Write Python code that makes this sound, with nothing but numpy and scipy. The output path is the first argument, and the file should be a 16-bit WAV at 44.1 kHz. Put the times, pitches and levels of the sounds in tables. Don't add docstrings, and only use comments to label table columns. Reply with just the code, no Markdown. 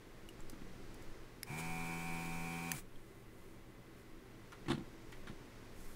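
import sys
import numpy as np
from scipy import signal
from scipy.fft import rfft, irfft
from scipy.io import wavfile

SR = 44100
rng = np.random.default_rng(int(sys.argv[2]) if len(sys.argv) > 2 else 0)


def to_wav(s):
    ch = np.atleast_2d(s).T
    pcm = np.round(np.clip(ch, -1, 1) * 32767)
    wavfile.write(sys.argv[1], SR, pcm.astype(np.int16))


def elevation(decibels):
    levels = np.asarray(decibels, float)
    return 10 ** (levels / 20)


N = 262703
BURST_N = int(0.3 * SR)


def rms_one(x):
    return x / np.sqrt(np.mean(x ** 2) + 1e-20)


def curve(rows):
    return np.interp(np.arange(N) / SR, *np.transpose(rows))


def coloured(spectrum):
    hz, db = np.transpose(spectrum)
    bins = np.maximum(np.fft.rfftfreq(N, 1 / SR), 1)
    shape = elevation(np.interp(np.log(bins), np.log(hz), db, -90, -90))
    return rms_one(irfft(rfft(rng.standard_normal(N)) * shape, N))


def drift(rate_hz):
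    r = np.exp(-2 * np.pi * rate_hz / SR)
    wander = signal.lfilter([1], [1, -2 * r, r * r], rng.standard_normal(N + SR))
    return rms_one(wander[SR:])


def resonate(x, hz, width):
    r = np.exp(-np.pi * width / SR)
    poles = [1, -2 * r * np.cos(2 * np.pi * hz / SR), r * r]
    return signal.lfilter([(1 - r * r) / 2, 0, (r * r - 1) / 2], poles, x)


def ring(strikes, hz, t60):
    r, w = elevation(-60 / (t60 * SR)), 2 * np.pi * hz / SR
    return signal.lfilter([0, np.sin(w)], [1, -2 * r * np.cos(w), r * r], strikes + 1e-18)


def high(x, hz):
    return signal.sosfilt(signal.butter(4, hz, "high", fs=SR, output="sos"), x)


def add(out, s, sound):
    i = int(s * SR)
    out[i:i + len(sound)] += sound[:N - i]


def fade(t60, rise):
    t = np.arange(BURST_N) / SR
    return (1 - np.exp(-t / rise)) * elevation(-60 * t / t60)


def gate(edges_s, depth_db=30):
    return np.interp(np.arange(N) / SR, np.sort(edges_s), [-depth_db, 0, 0, -depth_db], -150, -150)


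def swells(rows):
    t = np.arange(N) / SR
    return sum(elevation(db) * np.exp(-((t - middle) / half) ** 4) for middle, half, db in rows)


# [Hz, dB per Hz]
HUSH = [(8.8, -34), (15, 3), (25, -7.5), (59, -16), (109, -18), (130, -12.5), (150, -22.5), (240, -18),
        (442, -19.5), (705, -28), (1790, -30.5), (1960, -30), (2780, -35.5), (7720, -45), (16000, -48)]
# [Hz, dB, Hz]
DUCT = [(328.5, -67.5, 13), (245.2, -71.5, 16), (380.1, -68.5, 31), (187.1, -68.5, 17.6), (2024, -78, 37),
        (1082, -78.5, 76)]
# [s, dB]
HANDLING = [(0, 0.5), (1.0, 3.5), (1.4, 0.6), (3.0, -1.5), (4.2, -0.4), (4.6, 1.45), (5.96, 2.54)]
# [s, s, dB]
SHOVES = [(0.48, 0.071, -45), (0.68, 0.073, -45.5), (1.0, 0.19, -46), (1.76, 0.13, -44.5),
          (2.22, 0.22, -43.5), (2.9, 0.12, -48.5), (3.2, 0.16, -59), (4.12, 0.065, -54), (4.75, 0.071, -46),
          (5.82, 0.1, -48)]


def room_tone():
    blade_hz = 117 * (1 + 0.0129 * drift(3.37))
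    blade = elevation(-64 + 0.56 * drift(3.3)) * np.sin(2 * np.pi * np.cumsum(blade_hz) / SR)
    white = rng.standard_normal(N)
    duct = sum(elevation(db) * rms_one(resonate(resonate(white, hz, width), hz, width)) for hz, db, width in DUCT)
    hush = elevation(-56) * coloured(HUSH)
    steady = high(hush, hz=5000)
    handled = elevation(curve(HANDLING)) * high(hush - steady, hz=11.7)
    bench = elevation(-3.0) * coloured([(5, 0.5), (14, 5.5), (32, -17.0), (60, -39.5)])
    rumble = (elevation(-62) + swells(SHOVES)) * bench
    return blade + duct + steady + handled + rumble


# [s, dB, Hz, dB, s]
TICKS = [(0.2886, -38, 2880, -5.5, 0.023), (0.405, -50.5, 7500, 4, 0.0075), (0.497, -34, 5000, -12, 0.011),
         (0.518, -48, 14500, -13, .01), (0.943, -42.5, 10700, -15, 0.0092), (1.024, -47, 7650, -12, .015),
         (1.241, -59, 5000, -6, .015), (2.958, -54, 3260, -1, 0.021), (4.521, -51, 5750, -2, 0.013),
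         (5.121, -44, 6800, -15, .012)]


def tip_ticks():
    out = np.zeros(N)
    t = np.arange(BURST_N) / SR
    for s, peak_db, hz, share_db, t60 in TICKS:
        scrape = resonate(rng.standard_normal(BURST_N), hz=7450, width=11000)
        crack = fade(0.027, 0.00019) * high(scrape, hz=1800)
        tone = fade(t60, 0.000091) * np.sin(2 * np.pi * hz * t)
        add(out, s, elevation(peak_db) * (0.32 * crack + elevation(share_db) * tone))
    return out


# [s, dB, dB, Hz]
KNOCKS = [(0.389, -48.5, -49, 940), (0.528, -51, -43, 990), (0.616, -54, -44.5, 1980),
          (4.52, -42, -62, 1390), (4.659, -48, -43, 1900), (4.682, -35, -33, 940), (4.693, -49, -41, 1300),
          (4.701, -30.5, -27, 920), (4.708, -50, -34, 3300), (4.713, -37, -32, 1190),
          (4.729, -45, -32.5, 4120), (4.744, -48, -37, 3100), (4.776, -48, -36, 940),
          (4.792, -58, -42, 1300), (4.805, -60, -40, 1180), (5.121, -43, -57, 2050),
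          (5.27, -39.5, -48.5, 1480), (5.297, -52, -42.5, 1800)]
# [Hz, dB, s]
BOARD = [(146.4, -5.5, 0.16), (211, 0.5, 0.095), (235, 2.5, 0.097), (326, 10.5, 0.085), (383, -16, 0.067),
         (532, 4.5, 0.032), (784, 6.5, 0.051)]
# [Hz, dB per Hz]
RATTLE = [(400, -49), (700, -1), (1030, 8), (1450, 3.5), (2000, 1), (2600, -3), (3270, 1.5), (4400, -5.5),
          (4750, -14), (9930, -17), (15000, -46)]


def knocks():
    out = np.zeros(N)
    rattle = coloured(RATTLE) * elevation(3.5 * drift(200))
    push = fade(0.013, 0.00048)
    push = push / push.sum()
    for s, rattle_db, thud_db, part_hz in KNOCKS:
        share = elevation(rng.normal(0, 2, len(BOARD))) * rng.choice([-1, 1], len(BOARD))
        thud = sum(g * elevation(db) * ring(push, hz, t60) for g, (hz, db, t60) in zip(share, BOARD))
        part = rms_one(resonate(rng.standard_normal(BURST_N), part_hz, width=320))
        loose = rattle[int(s * SR):][:BURST_N] + elevation(1) * part
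        burst = fade(t60=0.091, rise=0.003) * loose
        add(out, s, elevation(rattle_db - 8.5) * burst + elevation(thud_db + 1.0) * high(thud, hz=85))
    return out


def bench_echo(x):
    tail = fade(0.088, 0.0059) * rng.standard_normal(BURST_N)
    return signal.fftconvolve(x, tail / np.sqrt(np.sum(tail ** 2)))[:N]


# [s, dB]
TRIGGER = [
    (1.4311, -27.5),
    (2.7167, -22.5),
]
# [Hz, dB, s]
PRESS = [(1850, -11, 0.021), (2170, -1, .008), (3300, -10, 0.004), (5140, -4, 0.01), (5820, 4, 0.0076),
         (7140, 1, 0.0043), (8600, 0.5, 0.0032), (10900, 15.5, 0.0012), (15000, -2, .008)]
# [Hz, dB, s]
RELEASE = [(1860, -6, 0.016), (2720, -17, 0.0077), (3500, -15, .007), (4840, -16, 0.023),
           (5270, -11, 0.0059), (6330, -6, 0.021), (8000, -9, 0.0048), (9200, 3, 0.0041),
           (10700, 6, 0.0063), (13800, 2, 0.0041), (14950, 2, 0.005)]


def trigger():
    out = np.zeros(N)
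    for (s, peak_db), modes in zip(TRIGGER, (PRESS, RELEASE)):
        snap = fade(0.0055, 0.0006) * rng.standard_normal(BURST_N)
        body = sum(elevation(db) * ring(snap, hz, t60) for hz, db, t60 in modes)
        click = body / np.abs(body).max() + 0.22 * snap
        add(out, s, elevation(peak_db + 3.5) * high(click, hz=1680))
    return out


PUMP_SPAN = slice(int(1.4 * SR), int(2.9 * SR))
FULL_SPEED = 82.5
# [s, turns per s]
SPEED = [(1.46, 40), (1.49, 56), (1.514, 71), (1.57, 79), (1.646, 82.9), (1.95, 83.8), (2.414, 83.9),
         (2.722, 84.7)]


def motor():
    coasting_s = np.maximum(np.arange(N) / SR - SPEED[-1][0], 0)
    crawl = 54 * (coasting_s > 0)
    speed = np.maximum(curve(SPEED) - 500 * coasting_s, crawl)[PUMP_SPAN]
    turn = 2 * np.pi * np.cumsum(speed * (1 + 0.0005 * drift(25)[PUMP_SPAN])) / SR
    return speed, turn


# [Hz, dB per Hz]
AIR = [(250, -1.5), (450, -11), (1170, -11.5), (1900, -12), (2360, -9.5), (2880, -16.5), (5000, -17),
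       (8600, -19), (9800, -18.5), (11000, -20.5), (11800, -23), (15800, -21.5), (16500, -40)]
# [Hz, Hz, dB]
WHISTLES = [(3100, 77, -3), (6890, 42, -1), (7950, 280, -8), (8600, 150, -3), (8940, 72, -16),
            (10960, 100, -7)]


def nozzle_air(turn):
    t = np.arange(N) / SR
    air, waver = coloured(AIR), drift(16)
    whistle = 0
    for hz, width, db in WHISTLES:
        flutter_db = 2.5 * np.roll(waver, 3 * int(hz))
        whistle = whistle + elevation(db + 5.5 + flutter_db) * resonate(air, hz, width)
    air = rms_one(air + whistle)
    vent = (t > SPEED[-1][0]) * elevation(3.5) * high(air[::-1], hz=7550)
    gulp_db = 6.5 * np.exp(-((t - 1.593) / 0.021) ** 2)
    pull_db = 1.7 * 20 * np.log10(curve(SPEED) / FULL_SPEED)
    gust_db = 0.6 * drift(12)
    out = elevation(-53.5 + gate((1.445, 1.47, 2.793, 2.84)) + pull_db + gulp_db + gust_db) * (air + vent)
    out[PUMP_SPAN] *= 1 + 0.086 * np.sin(turn) + 0.048 * np.sin(2 * turn + 2.3)
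    return out


DRONE_TONES_DB = (-14, 0, -8, -15, -15)


def diaphragm_drone(speed, turn):
    drone = sum(elevation(DRONE_TONES_DB[k - 1] + 0.5 * drift(36)[PUMP_SPAN]) * np.sin(k * turn + 0.318 * k * k)
                for k in range(1, 6))
    mount_db = 7 * np.exp(-((speed - 66.5) / 8.1) ** 2)
    push_db = 3 * 20 * np.log10(speed / FULL_SPEED)
    return elevation(-45 + gate((1.466, 1.5, 2.79, 2.87))[PUMP_SPAN] + push_db + mount_db) * drone


SLAP_EDGES_S = (1.458, 1.471, 2.735, 2.83)
RINGING = (6, 9, 10, 11, 12, 13, 17, 18, 27, 28, 29, 30, 31)
RINGING_DB = (-20, -5, -19, -8, -12, -13, -17, -18, -7.5, -7, -5.5, -19, -12)


def valve_slaps(speed, turn):
    multiple = np.arange(33)
    housing_db = np.full(33, -24.0)
    housing_db[-1] = -43
    housing_db[list(RINGING)] = RINGING_DB
    slowed = np.minimum(speed / FULL_SPEED, 1)
    flutter = [elevation(1.1 * drift(6)[PUMP_SPAN]) for _ in range(5)]
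    slap = 0
    for k in range(6, 62):
        level = elevation(np.interp(k * slowed, multiple, housing_db, right=-70))
        slap = slap + level * flutter[k % 5] * np.sin(k * turn - 0.65 * k * k)
    t = np.arange(N)[PUMP_SPAN] / SR
    extra_db = 3.5 * np.exp(-(t - SPEED[0][0]) / 0.3)
    force_db = 2.6 * 20 * np.log10(speed / FULL_SPEED)
    slap = elevation(-47 + gate(SLAP_EDGES_S)[PUMP_SPAN] + force_db + extra_db) * slap
    strokes = np.diff(turn // (2 * np.pi), prepend=0) * np.clip(12 * (1 - slowed), 0, 1)
    lid_level = elevation(-46 + gate(SLAP_EDGES_S, depth_db=18)[PUMP_SPAN])
    return slap + ring(strokes * lid_level, hz=2390, t60=0.03)


def pump():
    speed, turn = motor()
    out = nozzle_air(turn)
    out[PUMP_SPAN] += diaphragm_drone(speed, turn) + valve_slaps(speed, turn)
    return out


# [s, s, dB]
SPURTS = [(3.1, 0.18, -77), (3.45, 0.13, -74.5), (4.0, 0.037, -74), (5.15, .06, -76), (5.87, 0.12, -65.5)]


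def sizzle():
    grains = rng.standard_normal(N) * elevation(2.2 * rng.exponential(1, N))
    return swells(SPURTS) * rms_one(resonate(grains, hz=8500, width=9900))


def scene():
    hits, switch = tip_ticks() + knocks(), trigger()
    echo = bench_echo(elevation(-12) * hits + elevation(-22) * switch)
    return (room_tone() + hits + switch + echo + pump() + sizzle())[None]


def band_limit(x):
    return signal.sosfilt(signal.butter(12, 16800, fs=SR, output="sos"), x)


def record(dry):
    edge = signal.ellip(10, 0.5, 32, 15740, fs=SR, output="sos")
    mix = signal.sosfilt(edge, dry)
    return band_limit(mix)


dry = scene()
out = record(dry)
to_wav(out)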